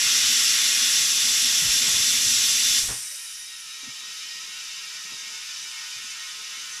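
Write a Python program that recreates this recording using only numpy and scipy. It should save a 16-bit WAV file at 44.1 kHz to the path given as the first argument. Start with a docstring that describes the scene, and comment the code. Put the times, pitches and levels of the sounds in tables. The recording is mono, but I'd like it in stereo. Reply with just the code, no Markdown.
"""Inflating a tyre in a garage

A tyre is inflated on its wheel in a small wooden garage: air (filtered noise) roars out past the loose bead,
the edge of the tyre. The tyre is pulled up and the bead flops shut with a dull pop (fading sine thuds and noise).
A thin climbing hiss (narrow noise, shifted up in pitch) is squeezed off, and the jet goes on inside,
where noise filtered by the tyre's resonances rings, while the rubber creeps, knocks and rustles."""
import sys
import numpy as np
from scipy import signal
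from scipy.fft import rfft, irfft
from scipy.io import wavfile
from scipy.ndimage import uniform_filter1d, map_coordinates

SR = 44100
rng = np.random.default_rng(int(sys.argv[2]) if len(sys.argv) > 2 else 0)


def unload_audio(sound):
    """Save the sound as a 16-bit wav file, at the path given as the first command line argument."""
    columns = np.transpose(np.atleast_2d(sound))
    # keep every value between -1 and 1, then stretch to whole-number steps
    steps = np.round(np.clip(columns, -1, 1) * 32767)
    wavfile.write(sys.argv[1], SR, steps.astype(np.int16))


N = 299880
T = np.arange(N) / SR
HZ = np.maximum(np.fft.rfftfreq(N, 1 / SR), 1)  # every frequency of the spectrum, kept above zero
# the tyre is gripped and pulled up, its bead starts to close, then seats on the rim
LIFT_S, CLOSING_S, SEATED_S = 0.9, 2.786, 2.92


# turbulence of the escaping air: (frequency [Hz], relative level [dB])
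LEAK_COLOUR = [(25, -32), (180, -26), (500, -26), (850, -25.5), (1300, -14), (2600, -7.5), (4500, -2),
               (6100, 0), (7600, -6.5), (8200, -9), (9200, -10.5), (10200, -7.5), (11300, -13),
               (13400, -17)]
# resonances of the open gap and rim well: (frequency [Hz], width [Hz], relative level [dB])
GAP_MODES = [(241,19,-13), (1333,25,-12), (1601,22,-10), (1776,19,-8), (1943,64,-6), (2132,46,-5),
             (2485,80,-5), (2700,28,-2.5), (2794,92,-3), (2996,80,-2.5), (3117,17,1), (3407,65,6.5),
             (3578,62,6.5), (3823,19,0), (4181,69,-3), (4770,22,1), (4889,19,1), (5444,55,2), (5666,101,4),
             (5936,27,2.5), (6041,28,1.5), (7210,60,-1), (7660,169,0), (10512,28,-4.5)]


def open_bead():
    """Air roars past the open bead, brightens as the gap narrows and is cut off as it closes."""
    droop_db_per_s, cut_db_per_s = 0.23, 113
    level_db = -18 - droop_db_per_s * T - cut_db_per_s * since(CLOSING_S)
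    tilt = -0.13 + 0.5 * T  # dB per octave
    gain = resonant(LEAK_COLOUR, GAP_MODES)
    roar = jet(gain, level_db, tilt, side_db=-13, flutter_db=0.68, flutter_rate=20)
    lower = shape(roar, colour([(500, -28), (1000, -6), (2000, 2.5), (3300, -25)]))
    # the lower part is fuller while the gap is wide; a passing hand briefly thins it
    pass_s, pass_length_s, shift_s = 1.146, 0.052, 0.06
    before_pass = 1 / (1 + np.exp(np.minimum((T - pass_s) / shift_s, 20)))
    fullness = 0.21 * before_pass - 0.61 * bump(pass_s, pass_length_s)
    return roar + fullness * lower


# turbulence of the jet heard through the tyre wall: (frequency [Hz], relative level [dB])
FILL_COLOUR = [(110, -34.5), (170, -23.5), (400, -46), (750, -42), (1200, -18), (2100, -22), (2600, -6),
               (3400, -5.5), (5400, -4.5), (7600, -9.5), (8400, -17), (10400, -17.5), (11500, -21.5),
               (13400, -24)]
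# air resonances of the closed tyre: (frequency [Hz], width [Hz], relative level [dB])
CAVITY_MODES = [(437,19,-21), (646,10,-18.5), (856,8.2,-13), (912,6.7,-5), (982,12,-8.5), (1066,8,-3),
                (1236,6.2,-2.5), (1287,6.7,6.5), (1357,4.6,4), (1475,4.5,6.5), (1627,19,-1), (1780,5,5),
                (1824,8.5,0), (1874,7.1,8), (1967,10,0), (2048,8,1), (2177,10.5,5), (2340,25,4.5),
                (2474,6.8,9.5), (2660,5.2,7.5), (2720,7,1), (2780,12,3.5), (2874,10,3.5), (2950,11,6.5),
                (3033,12,9), (3400,22,2), (3565,21,3.5), (3675,5.6,10.5), (3860,9,4)]
# high resonances of valve and rim: (frequency [Hz], width [Hz], relative level [dB])
RIM_MODES = [(4690,50,-0.5), (4850,24,4.5), (5155,37,5.5), (5385,25,3.5), (5820,23,6.5), (6310,28,5),
             (6812,20,-3), (7200,40,-2), (8027,17,-5), (8730,45,-5), (9600,42,-7), (10250,24,-8),
             (12077,18,-14)]


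def filling():
    """The jet rings the closed tyre like a hollow drum, louder, duller and slightly lower as it swells."""
    swell_s, rise_s = 3.55, 0.29  # the rubber starts to stretch, and how fast the jet then comes up
    slack_db, taut_db, growth_db_per_s = -39, -34.5, 0.5
    age = since(swell_s)
    level_db = taut_db + (slack_db - taut_db) * np.exp(-age / rise_s) + growth_db_per_s * age
    tilt = 1.5 - 0.26 * age  # dB per octave
    gain = resonant(FILL_COLOUR, CAVITY_MODES + RIM_MODES)
    air = jet(gain, level_db, tilt, side_db=-10, flutter_db=0.6, flutter_rate=10)
    # playing the sound ever more slowly makes its pitch sink
    sag_share_per_s = 0.0014
    speed = 1 + sag_share_per_s * (age[-1] / 2 - age)
    position = np.cumsum(speed)
    return np.array([map_coordinates(ear, [position], order=5, mode="mirror") for ear in air])


# broad hiss around the slit's note: (frequency [Hz], relative level [dB])
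SLIT_COLOUR = [(800, -41), (1900, -7.5), (3500, -14), (4800, -3), (5750, 4.5), (6700, -4), (7700, -0.5),
               (10000, -3), (11500, -8), (13400, -10.5)]


def closing_slit():
    """A narrow, unsteady hiss of three strands climbs and dies as the bead presses home."""
    attack_s, shut_s = 0.052, 3.87
    fade_db_per_s, shut_db_per_s = 21.5, 45  # the second fade adds to the first
    start_hz, top_hz, climb_s, waver_hz = 8150, 10150, 0.42, 80
    width_hz, spacing_hz, strand = 420, 620, 0.45  # strand: filter gain of the two outer strands
    age = since(CLOSING_S)
    level_db = -34 - fade_db_per_s * since(SEATED_S) - shut_db_per_s * since(shut_s)

    def peak(hz):
        return 1 / (1 + (2 * (HZ - hz) / width_hz) ** 2)

    band = shape(noise(side_db=-12), peak(0) + strand * peak(spacing_hz))
    # the slit's resonances rise as it narrows, and the soft rubber makes them waver
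    centre_hz = top_hz + (start_hz - top_hz) * np.exp(-age / climb_s)
    phase = 2 * np.pi * np.cumsum(centre_hz + waver_hz * walk(25)) / SR
    note = unit(band * np.cos(phase))  # moves the band up to the centre, mirrored on both sides
    hiss = unit(shape(noise(side_db=-12), colour(SLIT_COLOUR)))
    swell = np.minimum(age / attack_s, 1)
    return (undb(-1) * note + undb(3.5) * hiss) * undb(level_db) * swell


# rubber knocking and slipping on the rim; each knock starts one attack time early:
# (time [s], push level [dB], pitch [Hz], slap relative to push [dB], time for the ring to fall 60 dB [s])
KNOCKS = [(0.06, -40, 121, -4, 0.12), (1.249, -36.5, 241, -10, 0.2), (1.621, -29.5, 159, -12, 0.1),
          (1.654, -27, 120, -21, 0.09), (1.689, -33, 45, -13, 0.2), (1.879, -33.5, 171, -3, 0.077),
          (1.943, -37.5, 100, -2, 0.1), (2.139, -36, 239, -6, 0.15), (2.835, -35.5, 49.7, -7, 0.16),
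          (2.888, -33, 45.3, -1, 0.18), (2.903, -31.5, 122, -6.5, 0.18), (3.834, -46, 266, -7, 0.13),
          (3.876, -37, 252.2, -19, 0.078), (3.887, -42, 136, -19, 0.089), (5.049, -55, 170, 0, 0.13),
          (5.119, -46, 267, -16, 0.11), (5.134, -50, 140, -13, 0.11), (5.619, -57, 183, 0, 0.12),
          (5.961, -53, 121, -9, 0.2), (6.045, -50, 236, -9, 0.071)]


def knocks():
    """Each slip of the bead thuds in the carcass (a fading sine) and slaps the rim with a dull rustle."""
    attack_s, slap_t60 = 0.0039, 0.22  # slap_t60: seconds to fall 60 dB
    thuds, slaps = np.zeros(N), np.zeros(N)
    for s, db, hz, slap_db, t60 in KNOCKS:
        t = since(s - attack_s)
        push = undb(db) * (1 - np.exp(-t / attack_s))
        thuds += push * undb(-60 * t / t60) * np.sin(2 * np.pi * hz * t)
        slaps += push * undb(slap_db - 60 * t / slap_t60)
    rubber = colour([(30, 4.0), (150, 4.5), (300, 1.5), (700, -0.5), (1500, 4.5), (3000, -10), (8000, -45)])
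    return thuds + slaps * unit(shape(noise(side_db=-12), rubber))


# resonances of chuck and valve: (frequency [Hz], width [Hz], relative level [dB])
VALVE_MODES = [(1874, 6.5, 0), (3094, 12, -2), (3110, 18, -7), (3810, 7.5, 9.5)]


def valve():
    """Air through chuck and valve stem sings in narrow bands, loudest while the tyre takes its shape."""
    crest_db, crest_s, crest_length_s = 5.5, 4.12, 0.71
    level_db = -49.5 + crest_db * bump(crest_s, crest_length_s)
    gain = resonant([(100, -90), (14000, -90)], VALVE_MODES)
    return unit(shape(noise(side_db=-16), gain)) * undb(level_db)


# rustle of the tread under the hands: (frequency [Hz], relative level [dB])
RUB_COLOUR = [(70, -32), (160, 1.5), (240, 3), (330, -1), (440, 1.5), (600, -6.5), (900, -14),
              (3000, -23.5)]
# strokes of the hands over the tread: (middle [s], half length [s], level [dB])
STROKES = [(.2, 0.073, -51), (1.8, .32, -51.5), (3.864, 0.026, -58), (4.06, 0.063, -61.5),
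           (4.42, 0.2, -66.5), (5.2, 0.22, -63.5), (6.02, .08, -68), (6.55, 0.31, -63.5)]


def hands():
    """Hands shift the tyre: the carcass booms, more when held up, and the tread rustles in fits and starts."""
    resting_db, lifted_db, settle_db_per_s = -58.5, -52.5, 202
    loose_db, firm_db = -59, -74.5  # steady rustle before and after the tyre is firm
    lift_length_s, firm_length_s = 0.55, 0.11
    lifted = np.minimum(since(LIFT_S) / lift_length_s, 1)
    firm = np.minimum(since(SEATED_S) / firm_length_s, 1)
    boom_db = resting_db + (lifted_db - resting_db) * lifted - settle_db_per_s * since(SEATED_S)
    contact = undb(loose_db + (firm_db - loose_db) * firm)
    # steady contact and strokes add up as powers
    stroke_power = sum((undb(db) * bump(s, length)) ** 2 for s, length, db in STROKES)
    rubbing = np.sqrt(contact ** 2 + stroke_power)
    boom_colour = colour([(20, 2), (50, -0.5), (130, 1.5), (250, -6.5), (600, -31)])
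    boom = unit(shape(noise(side_db=-8), boom_colour))
    rub = unit(shape(noise(side_db=-10.5), colour(RUB_COLOUR)))
    rough_boom = boom * undb(boom_db + 3 * walk(29.84))
    rough_rub = rub * rubbing * undb(2.0 * walk(45))
    return rough_boom + rough_rub


def squeak():
    """The bead creeps on the rim with one faint, short squeak: a sine of slightly unsteady pitch."""
    middle_s, half_length_s, hz = 3.135, 0.023, 590
    phase = 2 * np.pi * np.cumsum(hz * (1 + 0.02 * walk(120))) / SR
    return undb(-60) * np.exp(-((T - middle_s) / half_length_s) ** 4) * np.sin(phase)


# low rumble of the garage: (frequency [Hz], relative level [dB])
RUMBLE = [(20, -2), (45, 3), (90, -22), (200, -9), (600, -40), (2000, -47)]


def rumble():
    """The garage's faint, steady background: noise that is strongest in the deep bass."""
    return undb(-71.5) * unit(shape(noise(side_db=-4), colour(RUMBLE)))


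def jet(gain, level_db, tilt, side_db, flutter_db, flutter_rate):
    """Turbulent noise in octave bands: the flow sets level and tilt, and eddies make each band flutter."""
    spectrum = rfft(unit(shape(noise(side_db), gain)))
    octave = np.clip(np.log2(HZ / 4500), -3, 2)  # octaves above 4500 Hz
    out = 0
    for k in range(-3, 3):
        band = irfft(spectrum * np.maximum(1 - abs(octave - k), 0), N)
        lean = k if k >= -2 else 0  # the bass does not follow the tilt
        out = out + band * undb(tilt * lean + flutter_db * walk(flutter_rate))
    return out * undb(level_db)


def resonant(points, modes, skirt=14):
    """Gain of a broad spectrum with resonances standing out; each fades out some widths from its centre."""
    power = colour(points) ** 2
    for hz, width, db in modes:
        off = (2 * (HZ - hz) / width) ** 2
        power = power + undb(db) ** 2 / (1 + off) / (1 + off / (2 * skirt) ** 2)
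    return np.sqrt(power)


def colour(points):
    """Gain at every frequency, drawn through (Hz, dB) points."""
    hz, db = np.transpose(points)
    return undb(np.interp(np.log(HZ), np.log(hz), db))


def shape(x, gain):
    """Filter a sound by a gain per frequency."""
    return irfft(rfft(x) * gain, N)


def noise(side_db):
    """Stereo noise: a common part and a part of opposite sign in the two ears."""
    mid, side = rng.standard_normal((2, N))
    return unit(mid + undb(side_db) * side * np.array([[1], [-1]]))


def walk(rate):
    """A random wandering curve: values held 1 / rate s, then smoothed twice; spread near 1."""
    k = max(int(SR / rate), 2)
    steps = np.repeat(rng.standard_normal(N // k + 1), k)
    smooth = uniform_filter1d(uniform_filter1d(steps, k), k)
    return unit(smooth[:N])


def since(s):
    """Seconds gone by since a moment; zero before it."""
    return np.maximum(T - s, 0)


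def bump(s, length):
    """A smooth rise and fall around a moment, 1 at its top."""
    return np.exp(-((T - s) / length) ** 2)


def undb(db):
    """Decibels to gain."""
    return 10 ** (np.asarray(db) / 20)


def unit(x):
    """Scale to rms 1."""
    return x / np.sqrt(np.mean(x ** 2))


def garage(x, wet_db, t60):
    """Dense short reflections from the cluttered walls, different for each ear, falling 60 dB in t60 s."""
    t = T[:SR // 2]
    echoes = rng.standard_normal((2, len(t))) * undb(-60 * t / t60) * (t > 0.003)
    echoes /= np.sqrt(np.sum(echoes ** 2, axis=1, keepdims=True))
    wet = signal.fftconvolve(x, echoes, axes=1)[:, :N]
    return (x + undb(wet_db) * wet) / np.hypot(1, undb(wet_db))


def scene():
    """Air and rubber over the rumble; the open jet sprays the walls more than the closed tyre does."""
    outside = garage(open_bead() + closing_slit(), wet_db=-3, t60=0.18)
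    inside = garage(filling() + valve(), wet_db=-8.0, t60=0.24)
    rubber = garage(knocks() + hands() + squeak(), wet_db=-11.5, t60=0.28)
    return outside + inside + rubber + rumble()


# the two microphone ports: (frequency [Hz], left minus right [dB], phase by which left lags [rad],
# gain of the difference between the channels [dB])
PORTS = [(60, 0.5, 0.077, -0.5), (300, -1.5, 0.52, -2.5), (600, -1, 0.67, 2), (1520, 1, 0.15, -2.5),
         (3270, 1.6, 1.15, -6.5), (4840, 1.5, 0.77, 3), (5400, -1, 0.27, -4.5), (6740, 2.5, 0.34, 0),
         (7600, 4, 0, 0), (8560, 8, 0.98, 8), (9960, 2.5, 0.51, -5), (11600, 1, 0.29, 2),
         (12900, 5, -.4, -2), (13500, 10.5, 0, 11)]


def record(dry):
    """Two close ports differ in level and phase at each frequency; the top is cut."""
    hz, *columns = np.transpose(PORTS)
    balance_db, lag, side_db = (np.interp(np.log(HZ), np.log(hz), c) for c in columns)
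    mid = rfft(dry[0] + dry[1]) / 2
    side = rfft(dry[0] - dry[1]) / 2 * undb(side_db)
    left = (mid + side) * undb(balance_db / 2) * np.exp(-1j * lag)
    right = (mid - side) * undb(-balance_db / 2)
    # the ports share the power between them
    power = (undb(balance_db) + undb(-balance_db)) / 2 * (1 + undb(side_db - 9) ** 2)
    low_pass = 1 / np.sqrt(1 + (HZ / 13650) ** 300)  # a very steep cut at 13650 Hz
    return irfft(np.array([left, right]) * low_pass / np.sqrt(power), N)


dry = scene()
out = record(dry)
unload_audio(out)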